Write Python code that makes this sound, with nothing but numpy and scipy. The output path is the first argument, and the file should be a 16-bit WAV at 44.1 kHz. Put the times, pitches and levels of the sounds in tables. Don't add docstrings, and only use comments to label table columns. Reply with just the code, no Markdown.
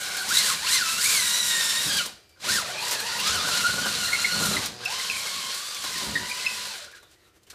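import sys
import numpy as np
from scipy import signal
from scipy.fft import rfft, irfft, next_fast_len
from scipy.io import wavfile
from scipy.ndimage import uniform_filter1d

SR = 44100
rng = np.random.default_rng(int(sys.argv[2]) if len(sys.argv) > 2 else 0)


def master_out(mix):
    frames = np.transpose(np.atleast_2d(mix))
    ceiling = np.clip(frames, -1, 1)
    pcm = np.round(ceiling * 32767).astype(np.int16)
    wavfile.write(sys.argv[1], SR, pcm)


def gain_from_decibels(decibels):
    exponent = np.asarray(decibels, float) / 20
    return 10 ** exponent


N = 332514
TIME = np.arange(N) / SR

# time in seconds, tooth rate in Hz, bite in dB at 1000 Hz.
SPELLS = [
    [(0, 763, -33.5), (.6, 776.7, -31.5), (.85, 1304, -33.5), (.97, 1340, -32), (1.2, 1955, -33.5),
     (1.875, 1908, -34), (1.89, 1565, -33), (1.98, 1640, -32.5), (2.1, 752, -31)],
    [(2.39, 526.5, -32.5), (2.72, 729, -33), (2.85, 976, -33), (3.2, 948.5, -32), (3.33, 1471, -31),
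     (3.86, 1518, -34), (4.06, 1378, -33), (4.54, 1439, -33.5), (4.68, 599, -35)],
    [(4.76, 478, -42.5), (4.83, 529, -35.5), (4.94, 1036, -32.5), (5.35, 1111, -34.5), (5.8, 1143, -38),
     (5.87, 1044, -33.5), (6.68, 995, -35.5), (6.75, 792, -32), (6.84, 555, -27.5), (6.97, 469, -32)],
]
# peak in seconds, change in Hz, rise and fall in seconds.
SURGES = [(.385, 1365, 0.14, 0.2), (.745, 1020.5, 0.13, 0.11), (1.05, 250, .06, .05), (1.1, 700, .11, .13),
          (1.3, -65, 0.084, 0.074), (1.69, -105, .32, 0.17), (2.54, 1050, 0.15, 0.13),
          (2.54, 170, 0.051, .05), (2.63, -200, 0.033, 0.044), (3.0, -120, 0.081, 0.086),
          (3.405, -300, 0.05, 0.07), (3.52, -110, 0.043, 0.045), (3.63, -90, 0.073, 0.068),
          (3.77, -85, 0.065, 0.066), (3.93, -185, 0.069, 0.06), (3.99, 60, 0.0402, 0.041),
          (4.12, 39.5, 0.084, 0.058), (4.33, 45, .15, 0.15), (4.5, -80, 0.029, 0.021),
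          (5.49, -55, 0.12, 0.088), (5.7, 60, 0.13, 0.11), (6.08, -69, 0.098, 0.37)]
# up to speed in seconds, released in seconds, decay in dB per second.
POWER = [
    (0.014, 1.995, 132),
    (2.445, 6.656, 88),
]
SPIN_UP_DB_PER_S, STAGE_BLEND_S = 442, 0.0398

# start in seconds, rough share 0-1, then first, second and upper
# multiples of the tooth rate in dB re grind.
GEAR_LOADS_BOARD = [(0, 0.65, -13, -6, -9), (.26, 0.52, -1, -9, -16.5), (.335, 0.44, -4, -3, -11.5),
                    (.39, 0.46, -4.5, -2.5, -16), (.44, 0.5, -9, -14, -22), (.47, 0.61, -1, -11, -22),
                    (.54, 0.66, -19, -8.5, -15), (.63, 0.6, -3.5, -3, -20), (.69, 0.51, -10, -5, -17),
                    (.715, 0.47, -4, -1, -6), (.78, 0.4, -9, -3, -2), (.805, 0.36, -1, -6, -20),
                    (.84, 0.07, -6.5, -4, -12), (.97, 0.46, -5.5, -5, -13), (1.04, 0.67, -1, -16, -8),
                    (1.14, 0.36, -0.5, -4, -5.5), (1.25, 0.3, -9, -0.5, -6), (1.48, 0.27, -2.5, -0.5, -5),
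                    (1.78, 0.23, -11.5, 1, -10), (1.88, 0.59, -0.5, -6, -12),
                    (1.91, 0.53, -5.5, -1.5, -12.5), (1.99, 0.55, -3, -2, -10), (2.03, 0.58, -10, -16, -13)]
# same columns, in seconds, share 0-1 and dB re grind.
GEAR_LOADS_BRICK = [(2.46, 0.46, 0.5, -2.5, -11), (2.52, 0.52, 1.5, -6, -9), (2.605, 0.81, -15, -9.5, -8.5),
                    (2.8, .7, -8, -17, -7), (2.855, 0.46, -5, -6, -13), (2.94, 0.74, -7.5, -3.5, -8.5),
                    (3.04, 0.65, -2.5, -5.5, -8), (3.12, 0.64, -9.5, -9, -13.5), (3.22, .5, -5.5, -7, -8.5),
                    (3.3, 0.6, -1.5, -5.5, -8), (3.41, .6, -5.5, -14, -14), (3.52, 0.6, -2.5, -6, -16),
                    (3.66, 0.72, -4.5, -8.5, -12), (3.89, 0.67, -11, -7, -11),
                    (4.04, 0.54, -8.5, -9, -11.5), (4.2, 0.4, -8, -8, -7.5), (4.3, 0.51, -6, -7, -11),
                    (4.44, 0.57, -8, -12, -10), (4.57, 0.7, -12, -12, -19), (4.78, 0.27, -19, -15, -19),
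                    (4.865, 0.22, -3.5, -19, -12), (4.95, 0.46, -11, -20, -12), (5.15, 0.46, -13, -9, -12),
                    (5.33, .45, -10.5, -9, -8), (5.5, 0.28, -12, -24, -10), (5.85, 0.42, -12, -12, -18),
                    (6.22, 0.31, -11, -8, -13.5), (6.52, 0.32, -15, -13.5, -19),
                    (6.68, 0.4, -11.5, -15, -8), (6.8, .4, -7.5, -14, -12)]
# multiple, level in dB re a strong one, index of that one
SIDE_ORDERS = [(.5, -19.5, 1.5), (0.749, -18, -1.5), (1.5, -12, 1), (2.96, 3, 2), (3.95, -3, 2),
               (4.95, -3.5, 2.2)]
# centre in Hz, width in Hz, gain in dB.
SHELL = [(610, 220, 4), (1010, 100, 2.5), (1530, 82, 1), (1724, 310, -2.5), (2200, 250, -1),
         (2480, 220, -1.5), (2850, 260, -0.5), (3280, 240, -1.5), (3740, 340, -2), (4800, 350, 7.5),
         (5100, 210, 8.5), (5500, 270, -5.5), (6660, 330, 2)]
# centre in Hz, width in Hz, level in dB.
HOUSING = [
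    (1480, 250, 0),
    (4150, 600, -2),
]

# start in seconds, dust in dB re grind,
# board in dB re bite, wall boom in dB.
LAYERS = [(0, -2.5, -15, -54.5), (.3, -5.5, -16.5, -52.5), (.45, -5.5, -17, -51.5), (.65, -5.5, -17, -52),
          (1.0, -5, -17, -50), (1.3, -6, -15.5, -52.5), (2.3, -8.5, -14, -49.5), (2.6, -5, -12, -53),
          (2.72, -11, -15, -57), (2.78, -5.5, -13, -54.5), (2.95, -7, -13, -54), (3.2, -9, -12.5, -57),
          (4.0, -7.5, -12.5, -49), (4.75, -9.5, -12.5, -58.5), (5.05, -7.5, -14, -54),
          (5.2, -8, -15.5, -56.5), (5.5, -7, -16.5, -64), (6.3, -7, -15.5, -58.5)]
# peak in seconds, boom in dB, rise and fall in seconds.
PUSHES = [(.29, -49, 0.014, 0.15), (1.87, -44.5, 0.045, 0.21), (2.06, -60.5, 0.058, 0.16),
          (2.54, -52, 0.13, 0.094), (3.35, -52, 0.29, 0.23), (3.9, -45, 0.85, 0.22),
          (4.38, -39.5, 0.068, 0.22), (4.55, -39, 0.22, 0.16), (6.0, -52.5, 0.29, 0.11),
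          (6.14, -40.5, 0.17, 0.19)]
# peak in seconds, level in dB, rise and fall in seconds.
CRUNCHES = [(.3, -42, 0.018, 0.06), (.385, -43, .07, 0.069), (.53, -45, .04, 0.043),
            (2.402, -56, .003, 0.037), (2.92, -50, 0.031, 0.04), (4.55, -45, 0.041, 0.05),
            (4.64, -41, 0.031, 0.046), (5.0, -49, 0.03, 0.022), (6.83, -52, 0.18, 0.062),
            (6.96, -54.5, 0.018, 0.045), (7.14, -61, 0.079, .02), (7.504, -45, .006, 0.033)]
PUSH_BOARD_DB, CRUNCH_DUST_DB, QUIET_BOOM_DB = -7, -7.5, -77.5
GRIND_DB_PER_OCTAVE, DUST_DB_PER_OCTAVE, BOARD_DB_PER_OCTAVE = 5.5, 4, 1.5
# frequency in Hz, density in dB per Hz.
GRIND = [(530, -46), (900, -22.5), (1030, -1), (1260, -8.5), (1510, 1.5), (1780, -3), (2120, -2),
         (2600, -1.5), (3400, 0.5), (4010, 4.5), (6060, -3.5), (7860, -15), (9000, -17), (11700, -32),
         (19800, -120)]
# frequency in Hz, density in dB per Hz.
DUST = [(3530, -42), (6000, -2), (7410, 6.5), (11400, 1), (13200, -3.5), (14700, -8.5), (15500, -1.5),
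        (15800, -32)]
# frequency in Hz, density in dB per Hz.
BOARD = [(160, -46), (280, -28), (323, -19.5), (383, -0.5), (433, -2), (490, 1.5), (779, -2.5), (1000, -1),
         (1300, -1), (2200, -120)]
# frequency in Hz, density in dB per Hz.
BOOM = [(15, -45.5), (28, -25), (73, -6), (119, -7), (203, 1), (252, -6.5), (313, -8.5), (343, -23.5),
        (380, -5.5), (490, -47), (840, -120)]

# start in seconds, peak in dB, pitch in Hz, build-up in seconds, chatter share 0-1.
SQUEAKS = [(0.3697, -7.5, 3900, 0.0048, 0.2), (4.0678, -32, 1970, .006, 0.64),
           (4.08, -28, 1830, 0.0075, 0.85), (4.121, -25, 2080, 0.0053, 0.25),
           (4.129, -14.5, 2160, 0.0088, 0.2), (4.146, -18, 2160, 0.007, 0.6),
           (4.2441, -13, 2152, 0.0064, 0.6), (4.5651, -18, 2038, 0.0061, .3),
           (4.6074, -34, 2020, 0.0057, 0.49), (4.856, -17.5, 2660, 0.007, 0.35),
           (4.8999, -32, 2720, 0.0045, 0.39), (4.9862, -34, 1990, 0.0046, 0.39),
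           (4.9974, -25.5, 2060, 0.0061, 0.21), (5.0982, -15.5, 2595, 0.003, 0.27),
           (5.109, -24, 2480, 0.0047, 0.31), (5.131, -30, 2250, 0.008, 0.43),
           (5.153, -27, 2495, 0.0047, .3), (5.1615, -28, 2340, 0.0047, 0.9),
           (5.195, -37, 2330, 0.0081, 0.73), (5.2681, -32.5, 2170, 0.012, 0.65),
           (5.7669, -34, 2251, 0.0069, 0.2), (5.9545, -29, 1866, 0.0059, 0.48),
           (6.154, -16, 1876, 0.0074, 0.62), (6.2972, -29, 2375, 0.0065, .4),
           (6.3114, -23.5, 2420, 0.0062, 0.5), (6.3943, -30, 2620, 0.0064, 0.33),
           (6.4274, -33.5, 2017, 0.0063, 0.52), (6.444, -27.5, 2134, 0.01, 0.5),
           (6.463, -14.5, 2606, 0.0076, 0.4), (6.501, -35, 2604, 0.0062, 0.75),
           (6.532, -39, 2514, 0.0067, 0.42)]
# start in seconds, peak in dB, bass in dB re peak.
CHIPS = [(0.0084, -33, -17), (0.1674, -12.5, -9), (0.2903, -12, -36), (0.301, -22, -34), (1.87, -25, -18),
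         (1.969, -10, -7), (2.059, -15.5, 2.5), (2.2923, -40.5, -14), (2.3998, -47, -21), (2.4195, -42, 5),
         (2.4898, -12, -15), (2.819, -26, -20), (2.8815, -14, -20), (2.9108, -8.5, -2), (2.924, -11, 0),
         (2.931, -16, -18), (3.0009, -13, -21), (3.27, -13, -14), (4.9029, -20, -18), (5.3456, -23, -18),
         (5.7456, -19, -18), (3.172, -19, -6), (3.1997, -13.5, -10), (3.647, -18, -9), (3.9505, -19, -15),
         (4.0435, -28, -7), (4.5189, -21, -12), (5.5439, -16.5, -1), (7.112, -41, -10), (7.36, -50, -11),
         (7.378, -52, 11), (7.506, -39, -10), (3.3544, -14.5, 8), (3.4879, -11.5, 9), (3.8585, -17, 13),
         (4.455, -9.5, -15), (4.6588, -11.5, -3), (4.851, -19.5, -19), (5.8403, -15, 8.5),
         (5.9784, -15, -18), (6.2944, -19, -21), (6.5564, -29, -18), (6.9138, -35, -4), (6.961, -40, -3.5),
         (7.0288, -37, 11), (7.432, -43, -12), (7.468, -44, -9), (7.5, -30, -11), (7.53, -41, 18)]
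# start in seconds, peak in dB, pitch in Hz, length in seconds.
RUBS = [(.03, -32, 5350, .05), (0.089, -31, 5300, 0.055), (0.096, -27, 2250, .02), (7.465, -49, 2950, .015),
        (7.02, -52, 3550, .06), (7.15, -58, 1950, .07), (0.171, -21.5, 4300, 0.035),
        (0.294, -24.5, 4650, .02), (0.398, -31, 3860, 0.026), (0.461, -28, 4400, 0.035),
        (0.647, -21, 4360, .03), (0.804, -18, 4520, 0.018), (3.189, -18, 2754, 0.02),
        (4.827, -29, 1554, 0.044), (5.068, -34, 1527, 0.026), (6.913, -47, 2447, .015),
        (7.001, -50, 3940, 0.054), (7.17, -57, 4100, 0.061), (7.232, -55.5, 3850, .04),
        (2.355, -49, 1510, 0.029), (2.689, -27, 685, 0.019), (2.745, -22, 623, 0.016),
        (2.93, -28, 617, 0.039), (6.723, -31, 1570, 0.033), (6.781, -42, 1460, 0.08),
        (6.829, -45, 554, 0.029), (6.861, -40, 1471, 0.032), (6.924, -35.5, 1620, 0.026),
        (6.957, -40, 1480, 0.03), (7.032, -50, 1440, 0.02), (7.124, -60, 796, 0.031),
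        (7.217, -55, 1870, 0.032), (7.247, -50, 1360, 0.039), (7.34, -60.5, 1800, 0.025)]
# start in seconds, peak in dB, pitch in Hz.
THUDS = [(2.49, -39, 112.5), (3.292, -33, 74.04), (3.341, -31, 87.8), (3.679, -37, 90.5),
         (3.789, -43, 80.5), (4.141, -51, 111.5), (4.355, -30, 209.9), (4.42, -33, 190),
         (4.458, -41, 105.5), (4.47, -29, 205), (4.535, -28, 197), (6.02, -38, 190), (6.13, -33, 200),
         (6.2, -37, 190.2), (5.13, -48, 87.9), (5.926, -47, 77.8), (6.12, -44, 100.4)]
# time in seconds, turn rate in Hz, level in dB.
BUZZ = [
    [(2.62, 125.7, -67), (2.68, 125.5, -46.5), (3.1, 124.5, -51), (3.2, 127.2, -55)],
    [(4.7, 123.6, -73), (4.74, 121.8, -46.5), (4.86, 121.3, -47), (4.92, 120.1, -76)],
]
# time in seconds, pitch in Hz, level in dB.
WHISTLE = [
    (2.2, 2373, -68),
    (2.27, 2370, -71),
    (2.35, 2330, -66),
    (2.375, 2343, -95),
]

ROOM_T60_S, ROOM_DB, ROOM_DULL_HZ = 0.38, -14, 6040
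# time in seconds, level in dB.
ROOM_NOISE = [
    (2.3, -61),
    (7.05, -60),
    (7.4, -65.5),
]
# peak in seconds, level in dB, rise and fall in seconds.
RUSTLES = [
    (7.13, -79, 0.06, 0.034),
    (7.28, -68, 0.13, 0.043),
    (7.37, -64, 0.036, 0.02),
    (7.475, -61, 0.0075, .15),
]
# frequency in Hz, density in dB per Hz.
FLOOR = [(15, -43), (25, -21), (87, -2), (235, -30.5), (325, -7.5), (792, -21), (1400, -19.5),
         (3200, -20.5), (4000, -23.5), (4800, -24.5), (6000, -24.5), (13500, -31), (15800, -38.5)]
TOP_HZ = 15130


def level(x):
    return x / np.sqrt(np.mean(x ** 2))


def curves(tables):
    s, *columns = np.transpose(np.vstack(tables))
    return [np.interp(TIME, s, c) for c in columns]


def stages(rows):
    s, *columns = np.transpose(rows)
    now = np.maximum(np.searchsorted(s, TIME, "right") - 1, 0)
    return [uniform_filter1d(c[now], int(STAGE_BLEND_S * SR)) for c in columns]


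def swells(rows, size=lambda v: v):
    total = 0
    for s, v, rise, fall in rows:
        position = (TIME - s) / np.where(TIME < s, rise, fall)
        total = total + size(v) * np.cos(np.pi / 2 * np.clip(position, -1, 1)) ** 2
    return total


def walk(rate_hz):
    k = int(SR / rate_hz)
    held = np.repeat(rng.standard_normal(N // k + 1), k)
    return 1.3 * uniform_filter1d(uniform_filter1d(held, k), k)[:N]


def colour(x, points):
    size = next_fast_len(N)
    log_hz = np.log(np.arange(size // 2 + 1) * SR / size + 1)
    f, db = np.log(np.array(points)[:, 0]), np.array(points)[:, 1]
    outside = np.maximum(f[0] - log_hz, 0) + np.maximum(log_hz - f[-1], 0)
    gain = gain_from_decibels(np.interp(log_hz, f, db) - 60 * outside)
    return level(irfft(rfft(x, size) * gain, size)[:N])


def ring(x, hz, width_hz):
    return signal.lfilter(*signal.iirpeak(hz, hz / width_hz, SR), x)


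def place(out, s, sound):
    i = int(s * SR)
    out[i:i + len(sound)] += sound[:N - i]


def motor():
    hz, bite_db = curves(SPELLS)
    hz = uniform_filter1d(hz + swells(SURGES), 400)
    spells_db = []
    for on, off, decay in POWER:
        ramp_db = np.minimum(SPIN_UP_DB_PER_S * (TIME - on), decay * (off - TIME))
        spells_db.append(np.minimum(0, ramp_db))
    power_db = np.max(spells_db, axis=0)
    return hz, np.log2(hz / 1000), bite_db + power_db, power_db


def gears(hz, grind_db):
    rough, *strong_db = stages(GEAR_LOADS_BOARD + GEAR_LOADS_BRICK)
    shiver_percent = 5.5 * rough ** 2
    wander = 0.7 * walk(35) + 0.705 * walk(180)
    turns = np.cumsum(hz * (1 + shiver_percent / 100 * wander)) / SR
    grid_hz = np.arange(0, SR / 2, 10)
    shell_db = sum(db / (1 + (2 * (grid_hz - f) / width) ** 2) for f, width, db in SHELL)
    whine = 0
    for k, db, j in [(1, 0, 0), (2, 0, 1)] + SIDE_ORDERS:
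        share = np.clip(rough + 0.17 * (k - 1), 0, 1)
        skirt_hz = 140 + 120 * k
        skirt = (walk(skirt_hz) + 1j * walk(skirt_hz)) / np.sqrt(2)
        tone = (np.sqrt(1 - share) + np.sqrt(share) * skirt) * np.exp(2j * np.pi * k * turns)
        flutter_db = 5.2 * rough * walk(50) + 1.0 * rough * walk(18)
        tone_db = db + strong_db[int(j)] + np.interp(k * hz, grid_hz, shell_db) + flutter_db
        whine = whine + gain_from_decibels(tone_db) * tone.real
    return housing(whine * gain_from_decibels(grind_db), 0)


def housing(x, lift_db):
    return x + sum(gain_from_decibels(db + lift_db) * ring(x, hz, width) for hz, width, db in HOUSING)


def grit(per_s, spread_db, share):
    size_db = spread_db * np.minimum(rng.exponential(size=N), 3.5)
    hits = (rng.random(N) < per_s / SR) * gain_from_decibels(size_db)
    burst = signal.lfilter([1], [1, -np.exp(-1 / (0.0025 * SR))], hits)
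    return rng.standard_normal(N) * (1.5 + share * level(burst))


def cutting(chuck_hz, octaves, feed_db, power_db):
    dust_db, board_db, boom_db = stages(LAYERS)
    cut = gain_from_decibels(feed_db + GRIND_DB_PER_OCTAVE * octaves)
    crunch, push = swells(CRUNCHES, gain_from_decibels), swells(PUSHES, gain_from_decibels)
    turn = np.cos(2 * np.pi * np.cumsum(chuck_hz * (1 + 0.16 * walk(12))) / SR)
    grains = grit(610, 2.6, 0.42)
    bite_db = 0.87 * walk(14)

    grind = level(housing(colour(grains, GRIND), -35.0))
    grind = grind * gain_from_decibels(1.0 * walk(24.95) + bite_db) * (cut + crunch)

    dust_size = cut * gain_from_decibels(dust_db + DUST_DB_PER_OCTAVE * octaves) + crunch * gain_from_decibels(CRUNCH_DUST_DB)
    dust = colour(grains, DUST) * gain_from_decibels(1.25 * walk(30) + bite_db) * dust_size

    board_size = gain_from_decibels(feed_db + board_db + BOARD_DB_PER_OCTAVE * octaves) + push * gain_from_decibels(PUSH_BOARD_DB)
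    board = colour(grit(300, 0.81, 0.82), BOARD) * gain_from_decibels(1.5 * walk(18) + 1.5 * turn) * board_size

    boom_size = gain_from_decibels(boom_db + power_db) + push + gain_from_decibels(QUIET_BOOM_DB)
    boom = colour(grit(180, 2.8, 0.51), BOOM) * gain_from_decibels(2.0 * turn + 0.28 * walk(23)) * boom_size
    return grind + dust + board + boom


def squeaks():
    out = np.zeros(N)
    t = np.arange(int(0.09 * SR)) / SR
    for (s, db, hz, rise, share), chance in zip(SQUEAKS, rng.random((len(SQUEAKS), 2))):
        after = np.maximum(t - rise, 0)
        chatter_hz = 100 + 40 * chance[0]
        chatter = 0.55 - 0.46 * np.cos(2 * np.pi * chatter_hz * after)
        chatter = 1.6 * share * chatter * np.exp(-after / 0.016)
        build = np.minimum(t / 0.00098, 1) * (0.51 + 0.5 * t / rise)
        shape = np.where(t < rise, build, chatter + 0.56 * np.exp(-after / 0.00097))
        wobble = 1.26 * np.sin(2 * np.pi * 70 * after)
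        phase = 2 * np.pi * hz * (t - 0.34 * t ** 2) + wobble
        tone = np.sin(phase) + 0.25 * np.sin(2 * phase + 6 * chance[1])
        place(out, s, gain_from_decibels(db) * shape * tone)
    return out


def chips():
    out = np.zeros(N)
    t = np.arange(int(0.06 * SR)) / SR
    bright = signal.butter(1, (2800, 9000), "band", fs=SR, output="sos")
    dull = signal.butter(2, (300, 2000), "band", fs=SR, output="sos")
    for (s, db, bass_db), noise in zip(CHIPS, rng.standard_normal((len(CHIPS), len(t)))):
        crack = level(signal.sosfilt(bright, noise))
        knock = gain_from_decibels(bass_db - 9.5) * level(signal.sosfilt(dull, noise))
        place(out, s, gain_from_decibels(db - 14.5) * (crack + knock) * np.exp(-t / 0.012))
    return out


def rubs():
    out = np.zeros(N)
    t = np.arange(int(0.15 * SR)) / SR
    for (s, db, hz, length), noise in zip(RUBS, rng.standard_normal((len(RUBS), len(t)))):
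        puff = t / length * np.exp(1 - 2 * t / length)
        place(out, s, gain_from_decibels(db - 6.5) * level(ring(noise, hz, 0.047 * hz)) * puff)
    return out


def thuds():
    out = np.zeros(N)
    t = TIME[:int(0.25 * SR)]
    swing = t / 0.029 * np.exp(1 - t / 0.016)
    for s, db, hz in THUDS:
        place(out, s, gain_from_decibels(db) * np.sin(2 * np.pi * hz * t) * swing)
    return out


def buzz():
    hz, db = curves(BUZZ)
    phase = 2 * np.pi * np.cumsum(hz * (1 + 0.00397 * walk(40))) / SR
    kicks = sum(np.cos(k * phase) for k in range(1, 42))
    modes = [(110, 7.0), (250, -4.0), (450, 7.5), (620, -1.5), (740, 4.5), (900, -9.0),
             (1800, -6.0), (3500, -20.0), (5000, 2.5)]
    return gain_from_decibels(db) * colour(kicks, modes)


def whistle():
    hz, db = curves([WHISTLE])
    phase = 2 * np.pi * np.cumsum(hz * (1 + 0.004 * walk(30))) / SR
    return gain_from_decibels(db) * (np.sin(phase) + gain_from_decibels(2.5) * np.sin(2 * phase))


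def room_tail(drill):
    t = TIME[:int(0.6 * SR)]
    decay = np.exp(-np.log(1000) * t / ROOM_T60_S)
    tail = rng.standard_normal(len(t)) * decay * (t > 0.004)
    tail = signal.lfilter(*signal.butter(1, ROOM_DULL_HZ, fs=SR), tail)
    return gain_from_decibels(ROOM_DB) * signal.fftconvolve(drill, tail / np.sqrt(np.sum(tail ** 2)))[:N]


def quiet_floor():
    size = gain_from_decibels(curves([ROOM_NOISE])[0]) + swells(RUSTLES, gain_from_decibels)
    return size * gain_from_decibels(1.0 * walk(51)) * colour(rng.standard_normal(N), FLOOR)


def scene():
    hz, octaves, feed_db, power_db = motor()
    whine = gears(hz, feed_db + GRIND_DB_PER_OCTAVE * octaves)
    chuck_hz = hz / 70
    drill = whine + cutting(chuck_hz, octaves, feed_db, power_db)
    drill = drill + squeaks() + chips() + rubs() + thuds() + buzz() + whistle()
    mono = drill + room_tail(drill) + quiet_floor()
    return np.array([mono, mono])


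def band_limit(x):
    return signal.sosfilt(signal.butter(12, 16000, fs=SR, output="sos"), x)


def record(dry):
    top_cut = signal.ellip(10, 0.2, 70, TOP_HZ, fs=SR, output="sos")
    return band_limit(signal.sosfilt(top_cut, dry))


dry = scene()
out = record(dry)
master_out(out)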